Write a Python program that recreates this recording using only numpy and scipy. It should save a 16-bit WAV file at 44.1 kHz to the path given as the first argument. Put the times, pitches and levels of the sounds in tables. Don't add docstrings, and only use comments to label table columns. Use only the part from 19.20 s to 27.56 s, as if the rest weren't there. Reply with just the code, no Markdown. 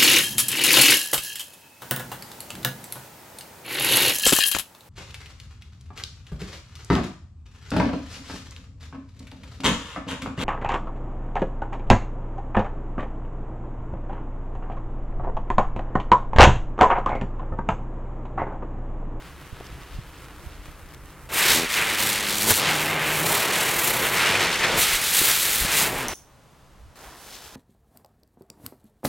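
import sys
import numpy as np
from scipy import signal
from scipy.fft import rfft, irfft, next_fast_len
from scipy.io import wavfile
from scipy.ndimage import uniform_filter1d

SR = 44100
rng = np.random.default_rng(int(sys.argv[2]) if len(sys.argv) > 2 else 0)


def amplitude_ratio(level_db):
    exponent = np.asarray(level_db, float) / 20
    return 10 ** exponent


def wav_out(sig):
    wavfile.write(sys.argv[1], SR, np.round(np.clip(np.atleast_2d(sig).T, -1, 1) * 32767).astype(np.int16))


N = 368543
T = np.arange(N) / SR
HZ = np.fft.rfftfreq(next_fast_len(N), 1 / SR)


def shape(x, gain):
    size = next_fast_len(N)
    return irfft(rfft(x, size) * gain, size)[..., :N]


def colour(table):
    hz, db = np.transpose(table)
    return amplitude_ratio(np.interp(np.log(HZ + 1), np.log(hz), db))


def band(lo_hz, hi_hz):
    return np.sqrt(1 / (1 + (HZ / hi_hz) ** 10) - 1 / (1 + (HZ / lo_hz) ** 10))


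def mode(hz, width_hz):
    return 1j * HZ * width_hz / (hz ** 2 - HZ ** 2 + 1j * HZ * width_hz)


def unit(x, gain=0.9971):
    return x / np.std(shape(x, gain))


def read(table):
    s, *columns = np.transpose(table)
    gate = uniform_filter1d(1. * ((T >= s[0]) & (T <= s[-1])), size=200)
    return [np.interp(T, s, c) for c in columns] + [gate]


def walk(rate_hz):
    hold = int(SR / rate_hz)
    levels = rng.standard_normal(N // 50)[np.arange(N) // hold]
    return 1.19 * uniform_filter1d(uniform_filter1d(levels, hold), hold)


def swells(table):
    return sum(db * np.exp(-((T - s) / length_s) ** 2) for s, db, length_s in table)


def sparks(rate_hz, spread_db):
    size_db = spread_db * np.minimum(rng.exponential(size=N), 3)
    struck = rng.random(N) < rate_hz / SR
    return unit(struck * rng.uniform(-0.83, 1, N) * amplitude_ratio(size_db))


def night():
    # frequency in Hz, relative density in dB per Hz.
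    night_colour = [(59, -31.5), (100, -6.5), (135, 0), (150, -4.5), (335, -12), (1060, -12), (1760, -19.5),
                    (7940, -29), (14700, -36.5), (16000, -48)]
    level_db = -55
    mid, side = shape(rng.standard_normal((2, N)), colour(night_colour))
    gain = amplitude_ratio(level_db + 1.0 * walk(3.079)) / np.std(mid)
    return gain * (mid + amplitude_ratio(-11) * side * np.array([[1], [-1]]))


def wind():
    # time in seconds, level in dB.
    breeze = [(0, -47.5), (1.5, -46.5), (2.0, -49.5), (5.3, -50.5), (6.93, -44), (6.95, -61.5),
              (7.3, -60.5), (7.66, -49.5), (7.9, -58), (8.36, -60.5)]
    # centre in seconds, gain in dB, length in seconds.
    gust_rows = [(.33, 3.5, 0.031), (.52, 6, .04), (.8, 5, 0.116), (1.28, 5, 0.034), (1.4, 7, 0.0215),
                 (2.32, 7.5, 0.062), (3.28, 4.5, 0.09), (4.58, 8, .04), (4.85, 4, 0.107),
                 (5.57, 10.5, 0.052), (5.75, 12, .03), (6.43, 14, 0.042), (7.64, 8, 0.048), (4.9, 8, .012)]
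    mid, side = shape(rng.standard_normal((2, N)), band(24, 80))
    flutter = unit(amplitude_ratio(1.9 * walk(22)))
    flutter = flutter / np.sqrt(np.mean(flutter ** 2))
    level = amplitude_ratio(read(breeze)[0] + swells(gust_rows)) * flutter
    return level * (unit(mid) + amplitude_ratio(-12.5) * unit(side) * np.array([[1], [-1]]))


def snap():
    # centre in Hz, width in Hz before squaring, level in dB.
    snap_modes = [(6070, 1200, 0.5), (9300, 3500, -7), (15500, 3000, -11), (3440, 900, -11.5)]
    start_s, peak_db, echo_db, t60_s = 6.8838, -10, -32.5, .34
    t = T - start_s
    tick = 1. * (np.arange(N) == int(start_s * SR))
    decay = amplitude_ratio(-60 * np.clip(t, 0, None) / t60_s)
    echoes = amplitude_ratio(echo_db) * rng.standard_normal(N) * (t > .003) * decay
    ring = sum(amplitude_ratio(db) * mode(hz, width_hz) ** 2 for hz, width_hz, db in snap_modes)
    return amplitude_ratio(peak_db) * shape(tick + echoes, ring) / np.abs(shape(tick, ring)).max()


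def hits():
    # start in seconds, nominal peak in dB, pitch in Hz, decay in cycles.
    pulses = [(0.328, -22.5, 90, 0.68), (.368, -28.5, 1300, 0.9), (0.406, -27, 399, 1.11),
              (.409, -27, 700, 1.51), (.468, -29.5, 5500, 3.2), (.51, -33, 110, 0.87),
              (0.527, -29.5, 110, 0.73), (0.741, -29.5, 60, 0.84), (.787, -23.5, 119, 1.55),
              (1.269, -28, 70, 0.87), (1.487, -27.5, 59.7, 0.5), (3.307, -23, 94.4, 3.3),
              (5.452, -42.5, 180, 1.36), (6.015, -16.5, 350, 1.46), (6.421, -20.5, 65, 0.715),
              (6.449, -17, 200, 0.73)]
    out = np.zeros(N)
    for s, db, hz, cycles in pulses:
        t = np.clip(T - s, 0, None)
        out += amplitude_ratio(db) * 1.126 * np.sin(2 * np.pi * hz * t) * np.exp(-1.5 * t * hz / cycles)
    return out


def fuses():
    # time in seconds, level in dB, sizzle over level in dB, hiss over level in dB.
    fuse_levels = [
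        [(0.0, -53.5, -1.5, -6), (0.5, -53.5, -1, -6.5), (1.4, -55, -1.5, -4), (2.08, -55.5, -7.5, -5)],
        [(7.752, -70.5, 3, -2.5), (7.758, -56.5, -3, -2.5), (7.878, -51, -4, -4), (7.936, -53.5, -5.5, -4.5),
         (8.008, -58, 5.5, 5), (8.164, -54.5, 8.5, 4), (8.357, -57, 2.5, 1.5)],
    ]
    # frequency in Hz, relative density in dB per Hz.
    fuse_colours = [
        [(76, -26.5), (130, 2), (253, -15.5), (285, -6.5), (651, -16), (1240, -12.5), (2720, -20), (5730, -31),
         (16000, -38)],
        [(120, -44), (200, -7.5), (387, -1), (683, -1.5), (735, 1), (1620, -3), (2170, -8), (4040, -8.5),
         (16000, -16)],
    ]
    # centre in seconds, treble gain in dB, length in seconds.
    spits = [(.214, 5.5, .002), (.369, 4.5, .002), (.46, 6.5, 0.014), (1.665, 6, .0015),
             (1.689, 8.5, .0015), (1.74, 7, .006), (1.747, 12, .0015), (1.858, 9, .0015)]
    out = 0
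    for table, tint in zip(fuse_levels, fuse_colours):
        db, sizzle_db, hiss_db, gate = read(table)
        gate = np.maximum(gate, np.roll(gate, 600))
        grains = 0.548 * sparks(900, 3.0) + 0.3 * sparks(45, 2.5)
        fizz = shape(rng.standard_normal(N) + grains, colour(tint))
        body = unit(shape(fizz, band(112, 2148)), band(1304, 2700)) * amplitude_ratio(0.75 * walk(15))
        sizzle = unit(shape(fizz, band(2633, 6250))) * amplitude_ratio(sizzle_db + swells(spits) + 1.7 * walk(30))
        hiss = unit(shape(fizz, band(7900, 20660))) * amplitude_ratio(hiss_db + swells(spits) + 1.1 * walk(30))
        out = out + gate * amplitude_ratio(db + 0.77 * walk(25)) * (body + sizzle + hiss)
    return out


def spins():
    # time in seconds, mean turns per second, rim knock level in dB.
    spin_curves = [
        [(2.12, 13.6, -60), (2.24, 27.4, -45), (2.31, 60, -43), (2.335, 76, -40), (2.365, 82, -26.5),
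         (2.43, 83.5, -28.5), (2.47, 80, -48)],
        [(2.47, 106.7, -53), (2.72, 104.5, -57.5), (2.82, 105, -39), (3.2, 101.1, -42), (3.3, 117.3, -31),
         (3.38, 98, -43.5), (3.8, 92.7, -57.5)],
        [(2.74, 17.6, -66), (3.08, 49, -50), (3.25, 94, -51), (3.42, 158.3, -51), (3.5, 158.3, -37.5),
         (3.95, 153.4, -38.5), (4.0, 156.5, -33.5), (4.08, 165.6, -31.5), (4.14, 153, -64)],
        [(4.0, 26.5, -62), (4.15, 38, -60.5), (4.5, 39, -51.5), (4.85, 30, -59.5)],
        [(4.88, 107, -54), (5.3, 90, -59), (5.4, 50, -66)],
        [(5.6, 13, -60), (5.96, 52.9, -50), (6.25, 93.8, -54), (6.56, 147, -47), (6.8, 134, -34),
         (6.92, 111, -52)],
    ]
    # dull ring of the rim in Hz, treble sweep in dB before beaming.
    rims = [(267, 2), (200, 2.35), (180, 2), (200, 2), (252.3, 2), (191, 1.3)]
    scatter_db = 2.6
    sweep_db, knocks = 0, 0
    for table, (ring_hz, depth_db) in zip(spin_curves, rims):
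        rate_hz, knock_db, gate = read(table)
        turns = np.cumsum(rate_hz * (1 + .018 * walk(30))) / SR + rng.random()
        sweep_db = sweep_db + gate * depth_db * np.cos(2 * np.pi * turns)
        once_a_turn = np.diff(np.floor(turns), prepend=0)
        strength = amplitude_ratio(scatter_db * (walk(60) + .5 * walk(13)))
        pulses = once_a_turn * np.sqrt(SR / rate_hz) * strength
        ring = shape(pulses, mode(ring_hz, 1.59 * ring_hz) ** 3)
        knocks = knocks + gate * amplitude_ratio(knock_db) * ring / np.std(ring[gate > 0])
    return sweep_db, knocks


def jets():
    # frequency in Hz, relative density in dB per Hz.
    jet_colour = [(35, -32.5), (60, -1), (155, -2.5), (265, -6), (402, -0.5), (717, -3.5), (824, -0.5),
                  (1140, -2.5), (2130, 2), (4270, -4), (5030, -7), (8770, -7.5), (15300, -2)]
    # time in seconds, level in dB.
    rumble = [(2.09, -46), (2.13, -35.5), (2.25, -30.5), (2.41, -32.5), (2.47, -42), (2.61, -33),
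              (3.21, -36.5), (3.32, -24.5), (3.34, -38), (3.41, -28.5), (3.94, -30.5), (4.11, -27),
              (4.65, -30), (5.22, -27.5), (5.35, -32), (5.58, -26), (5.65, -34), (5.86, -39), (6.08, -32.5),
              (6.17, -39), (6.39, -37.5), (6.62, -29.5), (6.93, -35)]
    # time in seconds, level in dB.
    roar = [(2.09, -43.5), (2.14, -31.5), (2.21, -22.5), (2.32, -23.5), (2.48, -32), (2.6, -23.5),
            (2.72, -27), (3.19, -32.5), (3.32, -25), (3.36, -32), (3.49, -22), (3.57, -28.5), (4.39, -26),
            (4.81, -28), (4.85, -22.5), (4.89, -28.5), (5.03, -20), (5.39, -27.5), (5.45, -22.5),
            (5.47, -26.5), (5.7, -24.5), (5.89, -30), (6.09, -25.5), (6.19, -31), (6.66, -26.5),
            (6.73, -38), (6.77, -32.5), (6.93, -37)]
    # time in seconds, hiss level in dB, dullness (sizzle over hiss) in dB.
    treble = [(2.09, -53, 2), (2.14, -33, -1.5), (2.22, -27, 1.5), (2.34, -24.5, 1.5), (2.48, -44.5, 4.5),
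              (2.53, -33, 1.5), (2.77, -35.5, 2.5), (2.81, -29, -0.5), (3.05, -36.5, 4), (3.27, -26.5, 0),
              (3.31, -20, -0.5), (3.33, -27, 0.5), (3.38, -30, -1), (3.43, -36, 6.5), (3.66, -35.5, 0.5),
              (3.78, -41.5, 2), (3.99, -31, -1), (4.34, -32.5, 2), (4.66, -31, -2), (4.95, -35, 0),
              (4.98, -33.5, 4), (5.54, -41.5, 9.5), (5.6, -25, -3), (5.62, -26.5, 1.5), (5.82, -30.5, 1),
              (6.04, -24, -1), (6.2, -29, 0.5), (6.42, -28, -0.5), (6.47, -32, 2.5), (6.63, -26, -1),
              (6.72, -40.5, -0.5), (6.82, -40, 0.5), (6.87, -48, 5.5)]
    # centre in seconds, gain in dB, length in seconds.
    flares = [(2.3, 1, 0.015), (2.59, 2.5, 0.022), (2.81, 3, 0.024), (3.299, 2, 0.0027), (3.308, 6, 0.0025),
              (3.316, 4, .002), (5.24, 2, .04), (5.385, -4.5, .015), (5.44, 2.5, .02), (6.1, 2.5, .015)]
    start_s, end_s = 2.09, 6.938
    hiss_db, dull_db, _ = read(treble)
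    top_db = hiss_db - 1 - 1.2 * dull_db
    sweep_db, knocks = spins()
    sputter_db = 0.87 * walk(18) + 1.03 * walk(60) + 0.81 * walk(200)
    crackle = sparks(4000, 2.0)
    # low edge in Hz, high edge in Hz, level in dB, beaming factor, spark weight.
    ranges = [(99.43, 1205, read(rumble)[0], 0.18, 0.36),
              (1167, 3136, read(roar)[0], 0.34, 0.448),
              (3323, 6170, hiss_db + dull_db, 0.9, 0.436),
              (7110, 9010, hiss_db, 1.087, 0.51),
              (12493, 12500, top_db, 1.2, 0.8)]
    out = 0
    for lo_hz, hi_hz, db, beam, share in ranges:
        gas = rng.standard_normal(N) + share * crackle
        gas = unit(shape(gas, colour(jet_colour) * band(lo_hz, hi_hz)))
        out = out + gas * amplitude_ratio(db + swells(flares) + beam * (sweep_db + sputter_db) + 0.76 * walk(12))
    burning = uniform_filter1d(1. * ((T > start_s) & (T < end_s)), size=90)
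    return burning * (out + knocks)


def scene():
    # frequency in Hz, side level relative to mid in dB before the width over time.
    side_colour = [(60, -23), (200, -43.5), (700, -91), (1500, -55.5), (3500, -35.5), (5800, -20.5),
                   (7200, -24), (10000, -26), (10900, -19.5)]
    # time in seconds, side gain in dB.
    width = [(0, 18), (2.06, 24.5), (2.12, -15.5), (3.4, -10.5), (4.1, -1), (4.35, 6.5), (4.6, -6.5),
             (4.9, 10.5), (5.1, 13), (5.5, 20), (5.62, -13), (6.3, -9), (6.6, -7), (6.85, 3.5), (6.9, 23),
             (8.36, 19.5)]
    split_hz, upper_side_db = 11000, -9
    mid = jets() + fuses() + hits() + snap()
    apart = 0.32 * shape(mid, 1j) + 0.734 * mid * unit(walk(400))
    below = HZ < split_hz
    width_db = read(width)[0]
    side = amplitude_ratio(width_db) * shape(apart, colour(side_colour) * below)
    side = side + amplitude_ratio(upper_side_db + 0.27 * width_db) * shape(apart, ~below)
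    return mid + side * np.array([[1], [-1]]) + wind() + night()


def band_limit(x):
    return signal.sosfilt(signal.butter(12, 17020, fs=SR, output="sos"), x)


def record(dry):
    limit, top_hz = .88, 15900
    clipped = np.clip(dry, -limit, limit)
    mix = shape(clipped, HZ < top_hz)
    return band_limit(mix)


dry = scene()
out = record(dry)
wav_out(out)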